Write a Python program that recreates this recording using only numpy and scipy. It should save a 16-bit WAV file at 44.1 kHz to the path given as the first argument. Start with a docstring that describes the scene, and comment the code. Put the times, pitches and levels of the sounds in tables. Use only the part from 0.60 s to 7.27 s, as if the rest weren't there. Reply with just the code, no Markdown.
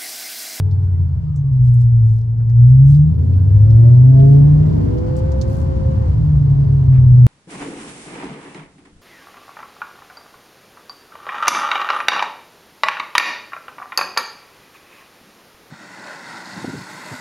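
"""Inside the closed cabin of a ten-cylinder car, heard with two ears. First the car slows, its exhaust
booming over road rumble, engine roar and a faint belt whine, while trim ticks and squeaks. From 1 s,
clothing rustles and dull knocks join in. At 2 s the car pulls away hard: the exhaust tones climb, each
booming as it sweeps through the cabin's resonance. At 5.4 s the driver lifts off and the pitch falls.
Near the end a loose panel buzzes."""
import sys
import numpy as np
from scipy import signal
from scipy.fft import rfft, irfft, next_fast_len
from scipy.io import wavfile
from scipy.ndimage import uniform_filter1d, minimum_filter1d

SR = 44100
rng = np.random.default_rng(int(sys.argv[2]) if len(sys.argv) > 2 else 0)


def master(y):
    """Save y as 16-bit WAV."""
    cut = np.clip(np.atleast_2d(y).T, -1, 1)
    pcm = np.round(cut * 32767)  # scale
    wavfile.write(sys.argv[1], SR, pcm.astype(np.int16))


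N = 294052


def from_db(db):
    """Turn decibels into a number to multiply by."""
    return 10 ** (np.asarray(db) / 20)


def rms_one(x):
    """Scale a signal so that its average size (rms) is 1."""
    return x / np.sqrt(np.mean(x ** 2) + 1e-20)


def in_time(rows):
    """Join a table's points in time with straight lines: one curve for each value column."""
    times, *columns = np.transpose(rows)
    return [np.interp(np.arange(N) / SR, times, column) for column in columns]


def at_hz(rows, hz, column=1):
    """Look up a table's value at a frequency, on a scale of octaves."""
    table = np.array(rows)
    return np.interp(np.log(hz), np.log(table[:, 0]), table[:, column])


def drift(rate_hz):
    """A smooth random wander of typical size 1."""
    step, warm_up = 40, 2000
    pole = np.exp(-2 * np.pi * rate_hz * step / SR)
    noise = rng.standard_normal(N // step + warm_up + 2)
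    slow = signal.lfilter([1], [1, -2 * pole, pole * pole], noise)[warm_up:]
    return np.interp(np.arange(N) / step, np.arange(len(slow)), rms_one(slow))


def coloured(spectrum, column=1):
    """Noise with its lows and highs shaped by a table."""
    size = next_fast_len(N)
    hz = np.maximum(np.arange(size // 2 + 1) * SR / size, 1)
    return irfft(rfft(rng.standard_normal(size)) * from_db(at_hz(spectrum, hz, column)), size)[:N]


def band(x, low_hz, high_hz, order=1):
    """Keep the part of a sound between two frequencies."""
    edges_hz = [low_hz, min(high_hz, SR * .45)]
    return signal.sosfilt(signal.butter(order, edges_hz, "band", fs=SR, output="sos"), x)


def panned(x, pan_db):
    """Share a sound between the ears; pan is how much louder the left one is."""
    return x * np.vstack([from_db(pan_db / 2), from_db(-pan_db / 2)])


def add(out, start_s, sound, level_db, pan_db):
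    """Mix in a short two-ear sound."""
    at = round(start_s * SR)
    out[:, at:at + sound.shape[1]] += from_db(level_db) * panned(sound, pan_db)


def bursts(rows, spread, fade_s, attack_s, snap=.01):
    """Bursts of pitched noise that fall 60 dB in fade_s, each starting with a bright snap."""
    out, t = np.zeros((2, N)), np.arange(SR // 8) / SR
    for start_s, level_db, hz, pan_db in rows:
        noise = rng.standard_normal((2, len(t)))
        noise[1] = .7 * noise[0] + .7 * noise[1]  # the ears hear partly the same noise
        body = rms_one(band(noise, hz / spread, hz * spread, order=2)) * from_db(-60 * t / fade_s)
        crack = snap * band(noise, 2500, 15000) * from_db(-60 * t / 0.014)
        add(out, start_s, (body + crack) * np.minimum(t / attack_s, 1) / 2, level_db, pan_db)
    return out


# How fast the engine's crankshaft turns: t/s, speed/(turns per s)
ENGINE_SPEED = [(0.0, 39.2), (0.38, 35.8), (0.5, 34.0), (0.75, 29.4), (1.0, 25.2), (1.12, 24.2),
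                (1.28, 23.8), (1.5, 22.0), (1.62, 23.0), (1.88, 23.0), (2.0, 23.7), (2.5, 31.4),
                (2.62, 34.0), (3.0, 41.7), (3.5, 51.9), (4.0, 60.5), (4.25, 64.2), (4.62, 69.1),
                (5.0, 71.3), (5.15, 70.3), (5.4, 70.5), (5.62, 62.0), (5.75, 58.6), (5.88, 56.2),
                (6.12, 55.4), (6.38, 51.3), (6.5, 49.7), (6.67, 48.8)]
# How strong and how sharp the firing pulses are: t/s, strength/dB, sharpness/dB
FIRING = [(0.0, -8.5, -17.5), (0.4, -1.5, -19.5), (0.75, -12.5, -17.5), (1.05, -5, -14.5), (1.5, -5.5, -17),
          (1.62, -13.5, -16), (1.85, -11, -14), (2.02, -0.5, -11), (2.3, 0.5, -7), (2.62, 1, -4),
          (2.95, -2, -9), (3.2, -0.5, -1.5), (3.4, 2, -2), (3.6, 1.5, 3.5), (3.95, 1, -2), (4.2, -4, 0.5),
          (4.62, -3.5, -5.5), (5.4, -4.5, -10), (5.5, -4.5, -13), (5.85, -7, -12), (6.26, -8, -9),
          (6.34, -2.5, -9.5), (6.67, 1.5, -11.5)]
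def engine():
    """The engine's speed, pulse strength and pulse sharpness at every moment."""
    return in_time(ENGINE_SPEED) + in_time(FIRING)


# Standing waves make a tone differ between the ears: f/Hz, pan/dB, left ear's lead/rad
STANDING_WAVES = [(35, 0, 0), (80, 1.5, .2), (150, 0, .3), (172, 3, 1.3), (205, 5, .3), (235, .5, -2.8),
                  (260, 1, -1.4), (315, -3.5, -3.3), (345, -4.5, -4.5), (386, -8, -5.1), (426, -4, -3.6),
                  (465, 2, -3.1), (495, 5.5, -4.8), (521, 4.5, -4.6), (585, 1, -5.2), (640, -.5, -4),
                  (780, 2, -3.4), (870, -3, -1.5), (1250, 3, -1)]
def engine_tone(order, speed, level_db, waver, across=1):
    """A tone at `order` times the engine speed; across=0 makes it the same at both ears."""
    hz = order * speed
    phase = 2 * np.pi * (np.cumsum(hz) / SR + rng.random()) + waver
    pan_db = across * at_hz(STANDING_WAVES, hz)
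    lead = across * at_hz(STANDING_WAVES, hz, column=2)
    return np.sqrt(2) * panned(from_db(level_db), pan_db) * np.sin([phase + lead / 2, phase - lead / 2])


# Higher pitches at which exhaust and cabin ring: f/Hz, width/Hz, level/dB
RESONANCES = [(228, 14, -33), (270, 40, -27), (323, 54, -27.5), (418, 26, -27.5), (523, 42, -22.5),
              (590.8, 11, -23.5), (684, 110, -26.5), (855, 60, -33)]
def resonance_db(hz):
    """A tone gets louder as it nears one of the ringing pitches."""
    peaks = [from_db(db) ** 2 / (1 + (2 * (hz - centre_hz) / width_hz) ** 4)
             for centre_hz, width_hz, db in RESONANCES]
    return 10 * np.log10(sum(peaks))


# The main tones: order/(cycles per turn). 1 is the crank's unbalance, 2.5 one row of cylinders firing,
# 3.5 and 4 unequal cylinders, 5 all ten firing; the higher ones are overtones.
MAIN_ORDERS = (1, 2.5, 3.5, 4, 4.5, 5, 7.5, 12.5, 15)
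# One row for each main tone: boom level/dB, share of strength, ring level/dB, share of sharpness
MAIN_MIX = [(0.7, .1, -19, .3), (-0.37, 0.83, -11.5, .3), (-25, 0.42, 1, .9), (-20, 0.47, -1.5, 3.4),
            (-22.5, 0.35, -5.5, 0.71), (0.4, 1.0, -0.04, 1.2), (-10.5, 0.58, -1.5, 1.1),
            (-19.5, .3, -9, 1.6), (-17.5, .3, -19, 1.6)]
# The cabin's deep boom, strongest near 110 Hz: f/Hz, level/dB
CABIN_BOOM = [(22, -56), (40, -40), (52, -28.5), (72, -21.5), (90, -12.5), (111, -4), (136, -5.5),
              (150, -9), (158, -16), (163, -35.5), (200, -48.5), (1000, -59)]
def exhaust_boom(speed, strength_db, sharpness_db):
    """Firing pulses make tones that swell as they slide through the boom and the higher resonances."""
    out = 0
    for order, (boom_db, strength_share, ring_db, sharp_share) in zip(MAIN_ORDERS, MAIN_MIX):
        hz = order * speed
        boom = from_db(boom_db + at_hz(CABIN_BOOM, hz) + strength_share * strength_db + .5 * drift(8))
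        ring = from_db(ring_db + resonance_db(hz) + sharp_share * sharpness_db + 1.8 * drift(7))
        out += engine_tone(order, speed, 20 * np.log10(boom + ring), waver=.025 * order * drift(10))
    return out


# The weaker tones: order/(cycles per turn)
WEAK_ORDERS = (2, 3, 5.5, 6, 6.5, 7, 8, 8.5, 9, 9.5, 10, 10.5, 11.5, 12, 13.5, 17.5)
# The base level of each weaker tone: level/dB
WEAK_LEVELS = [-33, -31, -35, -34, -36, -36, -37, -37, -37, -36, -33, -36, -37, -37, -37, -35]
# How much of them the car's body and cabin let through: f/Hz, level/dB
CAR_BODY = [(25, -9), (60, 0), (110, 0), (150, 0), (180, -7), (260, -3), (330, -10), (410, -11), (470, -17),
            (560, -18), (700, -15), (800, -22), (1000, -32), (1300, -40)]
def exhaust_flutter(speed, sharpness_db):
    """No two cylinders are alike, so weaker, fluttering tones sound too."""
    out = 0
    for order, base_db in zip(WEAK_ORDERS, WEAK_LEVELS):
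        lift_db = sharpness_db * order / 7.5  # harder pulses lift the high tones most
        level_db = base_db + lift_db + at_hz(CAR_BODY, order * speed) + 4 * drift(3.5)
        out += engine_tone(order, speed, level_db, waver=.04 * order * drift(5))
    return out


# When each whine sounds: order/(cycles per turn), start/s, end/s, level/dB
WHINES = [(11, -.3, .4, -50), (11, 2.9, 6.9, -62), (22, -.3, .25, -65), (22, 4.4, 5.1, -66),
          (31.4, 3.0, 4.3, -68), (40.6, -.3, 2.6, -73), (40.6, .7, .85, -66), (40.6, 2.8, 3.3, -67)]
def belt_whine(speed, fade_s=.33, fade_db=31):
    """The belt drive turns with the engine and gives faint whines that come and go."""
    out, t = 0, np.arange(N) / SR
    for order, start_s, end_s, whine_db in WHINES:
        outside_s = np.abs(t - np.clip(t, start_s, end_s))
        level_db = whine_db - fade_db * outside_s / fade_s + 3 * drift(8)
        out += engine_tone(order, speed, level_db, waver=.04 * order * drift(14), across=0)
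    return out


# How loud the road is: t/s, level/dB
ROAD_LEVEL = [(0.0, -25), (0.7, -23), (1.0, -34.5), (1.4, -28), (1.9, -37.5), (2.3, -25.5), (3.0, -15),
              (3.4, -21.5), (3.8, -18), (4.8, -18), (5.3, -16), (6.0, -16.5), (6.67, -18.5)]
# The rumble's tone colour: f/Hz, level/dB
ROAD_COLOUR = [(15, -44), (25, -17), (38, -12), (54, -3), (70, 3), (108, 5), (129, -1), (151, -2),
               (200, -24), (260, -39.5), (440, -120)]
def road_rumble():
    """Tyres on the road make a low rumble, nearly the same at both ears."""
    level_db, = in_time(ROAD_LEVEL)
    alike = rms_one(coloured(ROAD_COLOUR))
    opposed = from_db(-13.5) * rms_one(band(coloured(ROAD_COLOUR), 70, 110))
    return from_db(level_db) * np.array([alike + opposed, alike - opposed])


def cabin_noise(spectrum, level_db):
    """Wavering noise: one part is alike at both ears, the other pushes at one as it pulls at the other."""
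    alike, opposed = coloured(spectrum), coloured(spectrum, column=2)
    ears = np.array([alike + opposed, alike - opposed]) / np.sqrt(np.mean(alike ** 2))
    return from_db(level_db + .5 * drift(6)) * ears


def driven_db(base_db, octave_db, sharp_share, road_share, floor_db):
    """A noise level that grows with engine speed, pulse sharpness and road rumble, over a steady floor."""
    speed, _, sharpness_db = engine()
    road_db, = in_time(ROAD_LEVEL)
    octaves = np.log2(speed / 40)  # doublings from 40 turns per s
    level_db = base_db + octave_db * octaves + sharp_share * sharpness_db + road_share * road_db
    return 10 * np.log10(from_db(level_db) ** 2 + from_db(floor_db) ** 2)


# Tone colours of the low growl and the higher roar: f/Hz, alike level/dB, opposed level/dB
GROWL_COLOUR = [(30, -91.5, -79.5), (70, -62, -37.5), (130, -22.5, -7), (148, 8.5, -0.5), (274, 1.5, -9),
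                (323, -9, -4.5), (444, -7.5, -13), (610, -19.5, -11.5), (820, -30, -24.5),
                (1500, -81.5, -81.5)]
ROAR_COLOUR = [(300, -53, -52), (560, -1, 4), (700, 0, 3.5), (750, -3, -1.5), (1010, -0.5, 3.5),
               (1070, -4.5, 0), (1310, -9.5, -4.5), (1560, -12, -9), (1900, -15, -16), (2200, -18, -17.5),
               (2315, -20, -17.5), (3320, -28, -32), (6000, -78.5, -76.5)]
# How loud the growl is: t/s, level/dB
GROWL_LEVEL = [(0.0, -46.5), (0.67, -52), (1.04, -46.5), (1.5, -47.5), (2.2, -40), (2.5, -40.5),
               (2.75, -35), (3.03, -42), (3.3, -35), (3.8, -29.5), (4.2, -28.5), (4.55, -33.5),
               (5.1, -31.5), (5.9, -35.5), (6.2, -37.5), (6.67, -35.5)]
def engine_roar():
    """Broad engine and air noise, which swells as the car pulls away."""
    roar_db = driven_db(base_db=-50, octave_db=9, sharp_share=.18, road_share=.17, floor_db=-63.5)
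    return cabin_noise(GROWL_COLOUR, *in_time(GROWL_LEVEL)) + cabin_noise(ROAR_COLOUR, roar_db)


# The hum's tone colour: f/Hz, alike level/dB, opposed level/dB
HUM_COLOUR = [(199, -59, -58.5), (327, -9.5, -16), (433, 2, -7), (506, -11.5, -12), (570, -15, -16.5),
              (900, -62, -59.5)]
def cabin_hum():
    """The air in the cabin gives a steady, hollow hum."""
    return cabin_noise(HUM_COLOUR, level_db=-58)


# The hiss's tone colour: f/Hz, level/dB
HISS_COLOUR = [(1530, -29.5), (2600, -1), (3530, -1.5), (4830, -1.5), (8980, -12), (9750, -13.5),
               (11600, -29), (12200, -48.5), (13200, -43), (14000, -21.5), (15500, -28.5)]
def air_hiss(hiss_db):
    """High, slightly grainy air noise, a little louder on the right."""
    grain = from_db(1.2 * drift(60) + .5 * drift(12))
    alike = rms_one(coloured(HISS_COLOUR))
    opposed = from_db(1.5) * rms_one(coloured(HISS_COLOUR))
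    ears = np.array([alike + opposed, alike - opposed])
    return .85 * from_db(hiss_db) * grain * panned(ears, pan_db=-1.3)


# Where the body panels ring: f/Hz, width/Hz, level/dB
BODY_PANELS = [(1800, 250, -72.5), (3000, 270, -76.5), (4520, 500, -75)]
def panel_rasp(hiss_db):
    """Body panels colour the hiss with fluttering bands of noise that rise and fall with it."""
    out = 0
    for hz, width_hz, level_db in BODY_PANELS:
        noise = band(rng.standard_normal((2, N)), hz - width_hz / 2, hz + width_hz / 2)
        out += from_db(level_db + hiss_db - hiss_db.mean() + 3 * drift(10)) * rms_one(noise)
    return out


# The clearer ticks: t/s, level/dB, f/Hz, pan/dB
TICKS = [(0.1107, -47.5, 4510, 0.5), (0.7597, -46.5, 6740, -4), (1.0725, -57.5, 4240, -21.5),
         (1.1394, -46, 8500, 1), (1.4896, -55, 4550, -4.5), (1.5843, -61, 4380, -22),
         (1.6113, -55.5, 4710, -7.5), (1.8951, -52, 5220, -10), (2.3446, -46, 4200, -12.5),
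         (2.7332, -51, 2980, 5), (3.1039, -49, 4390, -15), (3.5993, -45.5, 3300, -11.5),
         (4.382, -48, 4900, -11), (4.5651, -42.5, 6640, -6), (4.7177, -43.5, 5600, -11),
         (4.813, -31, 5100, -11)]
def trim_ticks(faint_per_s=4):
    """The cabin's trim ticks sharply at set times, and faintly at random in between."""
    gap, size, colour, side = rng.random((60, 4)).T
    times = np.cumsum(-np.log(1 - gap) / faint_per_s)
    level_db = -61 + 5 * (size - .5)
    hz = 4600 * (1 + .1 * (colour - .5))
    pan_db = 16 * (side - .6)
    faint = [row for row in zip(times, level_db, hz, pan_db) if row[0] < N / SR - .2]
    return bursts(TICKS + faint, spread=1.3, fade_s=.07, attack_s=.001, snap=.9)


# Each squeak: t/s, level/dB, f/Hz, pan/dB
SQUEAKS = [(.115, -56, 4500, -4), (.34, -53, 1980, 0), (.765, -55, 6300, -6), (4.86, -58, 4550, -5)]
def trim_squeaks():
    """The trim squeaks briefly: noise in so narrow a band that it has a clear pitch."""
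    return bursts(SQUEAKS, spread=1.02, fade_s=.15, attack_s=.01)


# Each rub of cloth: t/s, length/s, level/dB, pan/dB
RUSTLES = [(1.02, 0.096, -61, -4.5), (1.179, 0.084, -58, -0.5), (1.393, 0.26, -65, -3.5),
           (2.071, .06, -64.5, -13.5), (2.238, 0.17, -54, -2), (2.618, 0.067, -67, -0.5),
           (3.613, 0.216, -60, -2), (4.567, 0.036, -52.5, -1.5), (4.835, .24, -56, -6)]
def clothing_rustles():
    """Cloth rubs close by, making an uneven crackle that swells and fades with each stroke."""
    out, t = np.zeros((2, N)), np.arange(SR // 4) / SR
    for start_s, length_s, level_db, pan_db in RUSTLES:
        stroke = np.sin(np.pi * np.clip(t / length_s, 0, 1))
        clumps = from_db(5.5 * rms_one(band(rng.standard_normal(len(t)), 25, 300)))
        grains = rng.standard_normal((2, len(t))) * clumps
        add(out, start_s, rms_one(band(grains, 3200, 9000)) * stroke, level_db, pan_db)
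    return out


# Each knock: t/s, level/dB, f/Hz, pan/dB
KNOCKS = [(1.05, -39, 280, 8), (1.535, -50, 650, 3), (1.583, -46, 650, 3), (1.798, -43, 550, 3),
          (1.80, -49, 1400, 0), (1.894, -45, 650, 0), (1.896, -51, 1750, -2), (2.085, -55, 2300, 0)]
def cabin_knocks():
    """Dull knocks in the cabin, lower and longer than the ticks."""
    return bursts(KNOCKS, spread=1.3, fade_s=.11, attack_s=.002)


# Each slap of the loose panel: t/s, level/dB
SLAPS = [(6.324, -39), (6.336, -36.5), (6.348, -33), (6.36, -33.5), (6.376, -33), (6.398, -40)]
# The pitches at which that panel rings: f/Hz, level/dB
PANEL_RINGS = [(1100, 0), (1750, -9), (2300, -9), (3600, -17)]
def panel_buzz():
    """A loose panel slaps and rings several times, so quickly that it buzzes."""
    rows = [(start_s, slap_db + ring_db, hz, 0) for start_s, slap_db in SLAPS
            for hz, ring_db in PANEL_RINGS]
    return bursts(rows, spread=1.14, fade_s=.045, attack_s=.002)


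def scene():
    """Add up all the sounds at the two ears."""
    speed, strength_db, sharpness_db = engine()
    hiss_db = driven_db(base_db=-60, octave_db=6.5, sharp_share=.24, road_share=.23, floor_db=-81.5)
    noise = engine_roar() + air_hiss(hiss_db) + panel_rasp(hiss_db)
    exhaust = exhaust_boom(speed, strength_db, sharpness_db) + exhaust_flutter(speed, sharpness_db)
    driving = exhaust + belt_whine(speed) + road_rumble() + noise + cabin_hum()
    return driving + trim_ticks() + trim_squeaks() + clothing_rustles() + cabin_knocks() + panel_buzz()


def record(dry, low_hz=34, top_hz=15800, limit=.985, clock_hz=9600, clock_db=-60.5):
    """Thin the deepest bass, hold down peaks, let a weak electronic clock ripple the level, cut the top."""
    wet = signal.sosfilt(signal.butter(2, low_hz, "high", fs=SR, output="sos"), dry)
    safe_gain = np.minimum(1, limit / (np.abs(wet).max(axis=0) + 1e-9))
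    wet *= uniform_filter1d(minimum_filter1d(safe_gain, size=1401), size=1401)  # ease over about 30 ms
    clock = from_db(clock_db) * np.cos(2 * np.pi * clock_hz * np.arange(N) / SR)
    return signal.sosfilt(signal.cheby2(12, 70, top_hz, fs=SR, output="sos"), wet * (1 + clock))


dry = scene()
out = record(dry)
master(out)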